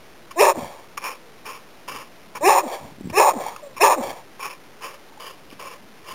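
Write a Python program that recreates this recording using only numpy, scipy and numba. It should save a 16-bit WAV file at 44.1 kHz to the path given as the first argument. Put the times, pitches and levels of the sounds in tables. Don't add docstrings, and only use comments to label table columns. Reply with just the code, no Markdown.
import sys
import numpy as np
from scipy import signal
from scipy.fft import rfft, irfft, next_fast_len
from scipy.io import wavfile
from scipy.ndimage import uniform_filter1d, map_coordinates
from numba import njit

SR = 44100
rng = np.random.default_rng(int(sys.argv[2]) if len(sys.argv) > 2 else 0)


def gain_from_db(level_db):
    decades = np.asarray(level_db, float) / 20
    return 10 ** decades


def wav_out(sig):
    wavfile.write(sys.argv[1], SR, np.round(np.clip(np.atleast_2d(sig).T, -1, 1) * 32767).astype(np.int16))


N = 270774
T = np.arange(N) / SR

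# (frequency [Hz], density [dB per Hz])
FIELD_SPECTRUM = [(40, -17), (150, -6), (350, 0.5), (700, -3.5), (1500, -10), (2500, -12.5), (3900, -27.5)]
# (frequency [Hz], density [dB per Hz])
RUMBLE_SPECTRUM = [(30, -32), (80, -1.5), (160, 2), (300, -0.5), (600, -45.5)]
# (time [s], half width [s], peak level [dB])
GUSTS = [(0.631, 0.072, -46), (0.99, 0.21, -65.5), (1.45, 0.21, -61), (1.949, 0.11, -53.5),
         (2.48, 0.19, -53), (2.849, .07, -49.5), (3.071, .12, -43), (3.4, 0.22, -52.5), (3.82, 0.21, -56),
         (4.09, .12, -53), (4.46, 0.039, -59.5), (4.69, 0.072, -61), (5.6, 0.25, -59), (6.14, .15, -56.5)]
CALM_DB, GUST_FALL_DB = -69.5, 13
# (time [s], peak level [dB], frequency [Hz])
LOW_PUSHES = [(0.576, -26, 264), (2.921, -38, 216), (2.952, -48.5, 127), (2.984, -35, 253),
              (3.009, -27.5, 271), (3.044, -28.5, 201), (3.055, -24, 204), (3.072, -24.5, 242),
              (3.101, -29.5, 245), (3.112, -33.5, 109.5), (3.124, -36, 342.6), (4.012, -26, 329),
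              (4.087, -34.5, 258), (5.527, -37, 249)]

# (start [s], length [s], level [dB], final fall [dB])
PUFFS = [
    (0.309, .026, -35, 25),
    (0.974, .026, -31.5, 13),
    (2.352, .037, -29.5, 15),
    (3.099, .016, -36, 15),
    (3.765, .03, -36, 6),
]
# (start [s], length [s], peak level [dB], peak position [share of length], sag before release [dB])
PANTS = [
    (0.996, 0.18, -30.5, 0.33, 4.5),
    (1.453, 0.17, -34.5, 0.028, 6.5),
    (1.879, 0.2, -37, 0.027, 2.5),
    (4.396, 0.17, -31, 0.11, 7),
    (4.811, 0.17, -34.5, 0.14, 9),
    (5.199, 0.16, -38.5, 0.047, 4.5),
    (5.507, 0.044, -46, .4, 1.5),
    (5.594, 0.18, -39, 0.034, 1),
    (6.043, 0.22, -37.5, 0.24, 15),
]
# (time [s], muzzle resonance [Hz], chest level [dB])
MOUTH_OPENING = [(0.3, 2670, 4), (1.0, 2290, -1), (1.5, 2526, 0.5), (1.95, 2680, 3), (2.36, 2260, 3.5),
                 (3.1, 2520, 7.5), (3.78, 2430, 0), (4.42, 2406, -3), (4.87, 2597, 2), (5.26, 2884, 5.5),
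                 (5.66, 2566, 5.5), (6.1, 2790, 3)]
# (centre [Hz], width [Hz], level [dB])
PANT_MOUTH = [(1037, 200, 0.5), (892, 290, -5)]
# (centre [Hz], width [Hz], level [dB])
PANT_MUZZLE = [(1753, 150, 3), (2381, 220, 1), (2913, 180, -12.5)]
RISE_DB, RISE_PER_SHARE_DB = 3.5, 37
RELEASE_AT, RELEASE_DB = 0.68, 16
PANT_BRIGHT_DB, BRIGHT_PER_KHZ_DB = -4, 8
PANT_CHEST_DB, PUFF_CHEST_DB, CHEST_PER_FADE = -8, -13.5, 0.3

# (time [s], pitch [Hz], level [dB], mouth opening as brightness [dB])
RISES = [
    [(0.36, 312.9, -39, -15), (0.372, 329.7, -29.5, -9), (0.386, 352, -22.5, -0.5), (0.393, 370.2, -18, 6),
     (0.412, 455.8, -11.5, 1), (0.422, 426, -44, 0)],
    [(2.409, 265.4, -35.5, -3), (2.435, 318.4, -21, -2.5), (2.45, 352.2, -19, -2),
     (2.457, 364.7, -16.5, 6.5), (2.478, 403.2, -13, 2), (2.492, 435, -19.5, -1)],
    [(3.128, 300.5, -39, 4), (3.138, 329, -30, 1.5), (3.16, 372, -25, 9.5), (3.172, 385.6, -15.5, 2.5),
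     (3.188, 454.4, -13, 8), (3.2, 430.6, -23.5, 6.5)],
    [(3.797, 286.3, -39.5, -2), (3.813, 340, -15, 11), (3.837, 450, -16, 3.5), (3.847, 396, -46.5, 17)],
]
# (frequency [Hz], level [dB])
CLEAR_THROAT = [(200, -27), (300, -11.5), (400, 4.5), (700, -1), (1150, 0.5), (1450, -20.5), (1830, -6.5),
                (2150, -16), (2600, -7), (2900, -11.5), (3900, -26)]
# (centre [Hz], width [Hz], level [dB])
BARK_MUZZLE = [(1680, 240, -6.5), (2466, 340, -7.5), (3660, 400, -22.5)]
# (centre [Hz], width [Hz], depth [dB])
POCKET_DIPS = [(1422, 590, -12), (1940, 42, -11), (2990, 390, -12.5)]
FULL_DB = -11
CHEST_AT_TOP_DB, CHEST_PER_DB = -5.5, -0.23

# (break [s], length [s], loudest level [dB], last push [dB], mouth resonance [Hz])
RASPS = [
    (0.422, 0.11, -10.5, -3.5, 925),
    (2.492, 0.13, -11.5, 0, 868),
    (3.198, 0.13, -10.5, -1, 887),
    (3.84, 0.12, -11.5, 2, 910),
]
# (time [share of length], level [dB], part of last push [ratio],
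# mouth resonance [ratio], chest level [dB], brightness [dB])
RASP_COURSE = [(0, 4, 0.87, 1.04, 0, 2.5), (.41, -2, 0.36, 1.01, -3, 3.1),
               (0.428, -0.5, 0.02, 1.005, 0.5, -6), (.72, 1, 0.7, .98, -6.5, -0.5),
               (0.931, -11.5, 0.75, 1.3, 3, 0.5), (1.002, -23, 1, 1.015, 1, -12)]
# (chest level [dB], brightness [dB])
POSTURE = [
    (3, 2.5),
    (-5, 0.5),
    (-1, -2),
    (-2, -0.5),
]
# (time [s], pulse rate [Hz])
LOCKS = [
    (0.5, 191),
    (2.54, 189),
    (3.29, 188),
    (3.868, 168),
]
# (centre [Hz], width [Hz], level [dB])
CHEST = [(398.4, 51, -11), (601.6, 130, -3)]
LOOSE, LOCKED = 0.22, 0.66
LOCK_S, DRIFT = 0.02, 0.06

# (start [s], length [s], peak level [dB], mouth opens by [Hz], haste [exponent, over 1 peaks sooner])
GASPS = [
    (0.535, 0.32, -32.5, 223, 1.2),
    (2.616, 0.31, -31, 169, 1.06),
    (3.333, 0.28, -30, 407, 0.8),
    (3.955, 0.28, -30, 197, 0.87),
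]
# (time [share of length], level [dB], brightness [dB])
GASP_COURSE = [(0, -8.5, -1), (0.079, -4, -25), (0.221, -0.5, 0), (.48, -5, 8), (.58, -9.5, 2.5),
               (.8, -15, 2.5), (1, -21.5, 2)]
# (centre [Hz], width [Hz], level [dB])
GASP_MUZZLE = [(1640, 180, 3), (2233, 170, 4.5), (3190, 340, 0.5)]
GASP_HZ = 626

# (start [s], length [s], last pitch [Hz], peak level [dB])
GULPS = [
    (0.552, 0.052, 210, -31),
    (2.623, 0.057, 212, -28.5),
    (3.333, 0.058, 167.2, -29.5),
    (3.959, 0.055, 194, -26.5),
]
# (time [share of length], level [dB])
GULP_COURSE = [(0, -11), (.45, -4), (.78, 0), (.9, -5), (1, -20)]
GULP_HZ = 365

# (start [s], length [s], first pitch [Hz], last pitch [Hz], level [dB])
WHIMPERS = [
    (1.2, 0.17, 479, 459, -55),
    (3.623, 0.11, 623, 516, -40.5),
    (5.74, .046, 603.5, 585, -52.5),
    (5.794, 0.15, 192.3, 218.3, -54),
]
WHIMPER_EDGE, WHIMPER_EDGE_DB = 0.051, -6
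WHIMPER_ROUGH = 0.35

# (time [s], peak level [dB], frequency [Hz])
CLICKS = [(3.464, -17.5, 860), (3.483, -21, 938), (3.562, -26, 1250), (3.563, -30, 2610), (4.037, -44, 636),
          (4.086, -27.5, 808), (5.122, -40, 904), (5.175, -33, 850), (5.503, -35.5, 2910),
          (5.512, -35.5, 2350)]

CLOCK_HZ, CLOCK_LAG, STEP = 7880.3746, 0.86, 1 / 128
TOP_HZ = 15850


def unit(x):
    return x / np.sqrt(np.mean(x ** 2) + 1e-20)


def along(points, hz):
    f, v = np.transpose(points)
    return np.interp(np.log(hz + 1), np.log(f + 1), v)


def spread(start, length, shape):
    return [(start + u * length, *rest) for u, *rest in shape]


def curves(tables, fade=0.0025):
    gate = np.zeros(N)
    for rows in tables:
        first, last = rows[0][0], rows[-1][0]
        gate += np.interp(T, [first - fade, first, last, last + 0.004], [0, 1, 1, 0])
    s, *cols = np.transpose(sorted(row for rows in tables for row in rows))
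    return [np.minimum(gate, 1)] + [np.interp(T, s, c) for c in cols]


def wobble(rate):
    knots = rng.standard_normal(int(N * 400 / SR))
    return map_coordinates(knots, [T * np.clip(rate, 0, 390)])


def filtered(x, response):
    m = next_fast_len(N + 8192)
    return irfft(rfft(x, m) * response(np.fft.rfftfreq(m, 1 / SR)), m)[:N]


def resonant(x, modes):
    def mode(f, c, w, db):
        return gain_from_db(db) * (1j * f * w / (c * c - f * f + 1j * f * w)) ** 2
    return unit(filtered(x, lambda f: sum(mode(f, *m) for m in modes)))


@njit
def glide(x, turn, keep):
    y = np.zeros(len(x))
    for i in range(2, len(x)):
        y[i] = x[i] - x[i - 2] + 2 * keep * turn[i] * y[i - 1] - keep * keep * y[i - 2]
    return y


def mouth(x, centre_hz, width_hz):
    turn = np.cos(2 * np.pi * centre_hz / SR)
    keep = np.exp(-np.pi * width_hz / SR)
    return unit(glide(glide(x, turn, keep), turn, keep))


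def flaps(rate, jitter, size_db, breath):
    draw = rng.standard_normal((2, 5000))
    at = np.cumsum(np.exp(jitter * draw[0]) * SR / rate).astype(int)
    inside = at < N
    pulses = np.bincount(at[inside], gain_from_db(size_db * draw[1][inside]), N)
    share = np.clip(breath, 0, 1)
    return np.sqrt(1 - share) * unit(pulses - pulses.mean()) + np.sqrt(share) * rng.standard_normal(N)


def pings(rows, cycles, lift_db):
    out, t = np.zeros(N + 2000), np.arange(2000) / SR
    for s, db, hz in rows:
        u = t * hz / cycles
        push = u * np.exp(1 - u) * np.sin(2 * np.pi * hz * t)
        out[round(s * SR):][:len(t)] += gain_from_db(db + lift_db) * push
    return out[:N]


def pockets(x):
    def notch(f, c, w, db):
        return (c * c - f * f + 1j * f * w * gain_from_db(db)) / (c * c - f * f + 1j * f * w)

    def floor(f, c):
        return (-f * f / (c * c - f * f + 0.9j * f * c)) ** 3

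    return filtered(x, lambda f: np.prod([notch(f, *dip) for dip in POCKET_DIPS], axis=0) * floor(f, 300))


def wind_level():
    gusts = [np.maximum(db - CALM_DB - GUST_FALL_DB * np.abs(T - s) / half, 0) for s, half, db in GUSTS]
    return CALM_DB + np.max(gusts, axis=0)


def air():
    hush = unit(filtered(rng.standard_normal(N), lambda f: gain_from_db(along(FIELD_SPECTRUM, f))))
    rumble = filtered(rng.standard_normal(N), lambda f: gain_from_db(along(RUMBLE_SPECTRUM, f)))
    rumble = unit(rumble * gain_from_db(1.5 * wobble(25)))
    hush_gain = gain_from_db(-52.4 + 0.6 * wobble(3))
    wind = hush_gain * hush + gain_from_db(wind_level() + 5.5) * rumble
    return wind + pings(LOW_PUSHES, cycles=0.41, lift_db=3.5)


def panting():
    breaths = []
    for s, length, top, at, sag in PANTS:
        under = [(0, RISE_DB + RISE_PER_SHARE_DB * at), (at, 0), (RELEASE_AT, sag), (1, sag + RELEASE_DB)]
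        breaths.append(spread(s, length, [(u, top, db, PANT_CHEST_DB) for u, db in under]))
    for s, length, top, dies in PUFFS:
        under = [(0, 5), (0.13, 0), (0.42, 0.27 * dies), (1, dies)]
        breaths.append(spread(s, length, [(u, top, db, PUFF_CHEST_DB) for u, db in under]))
    gate, top_db, under_db, low_db = curves(breaths)
    _, muzzle_hz, throat_db = curves([MOUTH_OPENING])
    level_db = top_db - under_db
    chest_db = low_db + throat_db + CHEST_PER_FADE * under_db
    bright_db = PANT_BRIGHT_DB + BRIGHT_PER_KHZ_DB * (muzzle_hz - np.mean(muzzle_hz)) / 1000
    source = flaps(rate=120, jitter=0.6, size_db=2.5, breath=0.85)
    source = source * gain_from_db(2.2 * wobble(90) + 1.3 * wobble(45))
    upper = gain_from_db(-7.5) * resonant(source, PANT_MUZZLE) + gain_from_db(-6.0) * mouth(source, muzzle_hz, 600)
    voice = resonant(source, PANT_MOUTH) + gain_from_db(bright_db) * upper
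    voice = voice + gain_from_db(np.minimum(chest_db, 0)) * resonant(source, [(518.0, 290, 0)])
    voice = filtered(voice, lambda f: (1 / (1 - (f / 3350) ** 2 + 0.8j * f / 3350)) ** 2)
    return gate * gain_from_db(level_db - 1.04) * voice


def bark_start():
    gate, pitch, level_db, bright_db = curves(RISES, fade=0.002)
    chest_db = CHEST_AT_TOP_DB + CHEST_PER_DB * (level_db - FULL_DB)
    phase = 2 * np.pi * np.cumsum(pitch * (1 + 0.012 * wobble(150))) / SR + 0.045 * wobble(300)
    shimmer_db, leak_db = 2.5, -16
    stack, power = 0, 0
    for k in range(1, 8):
        size_db = along(CLEAR_THROAT, k * pitch) + chest_db * (k == 1) + bright_db * (k > 3)
        size = gain_from_db(size_db + shimmer_db * wobble(90))
        stack = stack + size * np.cos(k * phase + 0.48 * k * k)
        power = power + size * size / 2
    breath = rng.standard_normal(N) * (1 + np.cos(phase))
    leak = gain_from_db(leak_db) * unit(filtered(breath, lambda f: gain_from_db(along(CLEAR_THROAT, f))))
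    leak = leak + gain_from_db(bright_db + leak_db + 0.5) * resonant(breath, BARK_MUZZLE)
    return pockets(gate * gain_from_db(level_db) * (stack / np.sqrt(power) + leak))


def bark_rasp():
    rasps = []
    for (s, length, top, push, hz), (chest, bright) in zip(RASPS, POSTURE):
        course = [(u, top + db + part * push, ratio * hz, low + chest, high + bright)
                  for u, db, part, ratio, low, high in RASP_COURSE]
        rasps.append(spread(s, length, course))
    gate, level_db, centre_hz, chest_db, bright_db = curves(rasps, fade=0.014)
    pulse_hz = curves([LOCKS])[1] * (1 + DRIFT * wobble(25))
    near_lock = sum(np.exp(-((T - s) / LOCK_S) ** 4) for s, _ in LOCKS)
    locked = LOOSE + (LOCKED - LOOSE) * near_lock
    steady = np.diff(np.floor(np.cumsum(pulse_hz * (1 + 0.07 * wobble(200))) / SR), prepend=0)
    loose = flaps(rate=380, jitter=0.24, size_db=-3.0, breath=0.27)
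    source = np.sqrt(1 - locked) * loose + np.sqrt(locked) * unit(steady)
    voice = mouth(source, centre_hz, 290) + gain_from_db(chest_db - 6) * resonant(source, CHEST)
    voice = voice + gain_from_db(-8.0) * mouth(source, 1.194 * centre_hz, 140)
    voice = voice + gain_from_db(bright_db - 11.0) * resonant(source, BARK_MUZZLE)
    quick, slow = uniform_filter1d(voice ** 2, size=500), uniform_filter1d(voice ** 2, size=3000)
    swing = np.sqrt(np.abs(quick / slow))
    voice = voice / (0.15 + swing) ** 0.7
    return pockets(gate * gain_from_db(level_db - 3.0) * voice)


def gasp():
    gasps = []
    for s, length, top, opens, haste in GASPS:
        course = [(u ** haste, top + db, GASP_HZ + u * opens, bright) for u, db, bright in GASP_COURSE]
        gasps.append(spread(s, length, course))
    gate, level_db, centre_hz, bright_db = curves(gasps)
    source = flaps(rate=170, jitter=0.55, size_db=2, breath=0.75)
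    source = source * gain_from_db(1.1 * wobble(90) + 1.3 * wobble(30))
    voice = mouth(source, centre_hz, 640) + gain_from_db(-14.5) * resonant(source, CHEST)
    voice = voice + gain_from_db(bright_db - 12.5) * resonant(source, GASP_MUZZLE)
    return pockets(gate * gain_from_db(level_db + 0.5) * voice)


def gulp():
    gulps = []
    for s, length, hz, top in GULPS:
        course = [(u, GULP_HZ + u * (hz - GULP_HZ), top + db) for u, db in GULP_COURSE]
        gulps.append(spread(s, length, course))
    gate, pitch, level_db = curves(gulps)
    phase = 2 * np.pi * np.cumsum(pitch * (1 + 0.042 * wobble(130))) / SR
    tone = np.sin(phase) + gain_from_db(-13) * np.sin(2 * phase)
    return gate * gain_from_db(level_db + 3 + 1.8 * wobble(120)) * tone


def whimper():
    shape = [(0, WHIMPER_EDGE_DB), (WHIMPER_EDGE, 0), (0.4, -1.5), (1 - WHIMPER_EDGE, -6.5),
             (1, WHIMPER_EDGE_DB)]
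    whimpers = []
    for s, length, first, last, top in WHIMPERS:
        course = [(u, first + np.sqrt(u) * (last - first), top + db) for u, db in shape]
        whimpers.append(spread(s, length, course))
    gate, pitch, level_db = curves(whimpers)
    phase = 2 * np.pi * np.cumsum(pitch * (1 + 0.02 * wobble(80))) / SR
    tone = np.sin(phase) + gain_from_db(-13.5) * np.sin(2 * phase)
    tone = tone + gain_from_db(-20 + 5.1 * wobble(30)) * np.sin(3 * phase)
    creak = mouth(flaps(rate=95, jitter=0.2, size_db=1, breath=0.15), pitch, 110)
    voice = np.sqrt(2 - 2 * WHIMPER_ROUGH) * tone + np.sqrt(WHIMPER_ROUGH) * creak
    return gate * gain_from_db(level_db + 1.0) * voice


def mouth_clicks():
    return pings(CLICKS, cycles=1.8, lift_db=-3.0)


def scene():
    bark = bark_start() + bark_rasp() + gasp() + gulp()
    dog = panting() + bark + whimper() + mouth_clicks()
    return (air() + dog)[None]


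def roll_off(x):
    return signal.sosfilt(signal.butter(12, 16160, fs=SR, output="sos"), x)


def record(dry):
    def hold_loss(f):
        return (f < CLOCK_HZ / 2) / np.sinc(np.minimum(f / CLOCK_HZ, 0.5))

    tick = np.floor(T * CLOCK_HZ - CLOCK_LAG)
    taken = np.interp((tick + CLOCK_LAG + 0.5) / CLOCK_HZ, T, filtered(dry[0], hold_loss))
    taken = taken / (1 + np.abs(taken / 0.9) ** 5) ** (1 / 5)
    coarse = np.floor(taken / STEP) * STEP
    held = filtered(coarse + STEP / 2, lambda f: f < TOP_HZ) - STEP / 2
    return roll_off(held[None])


dry = scene()
out = record(dry)
wav_out(out)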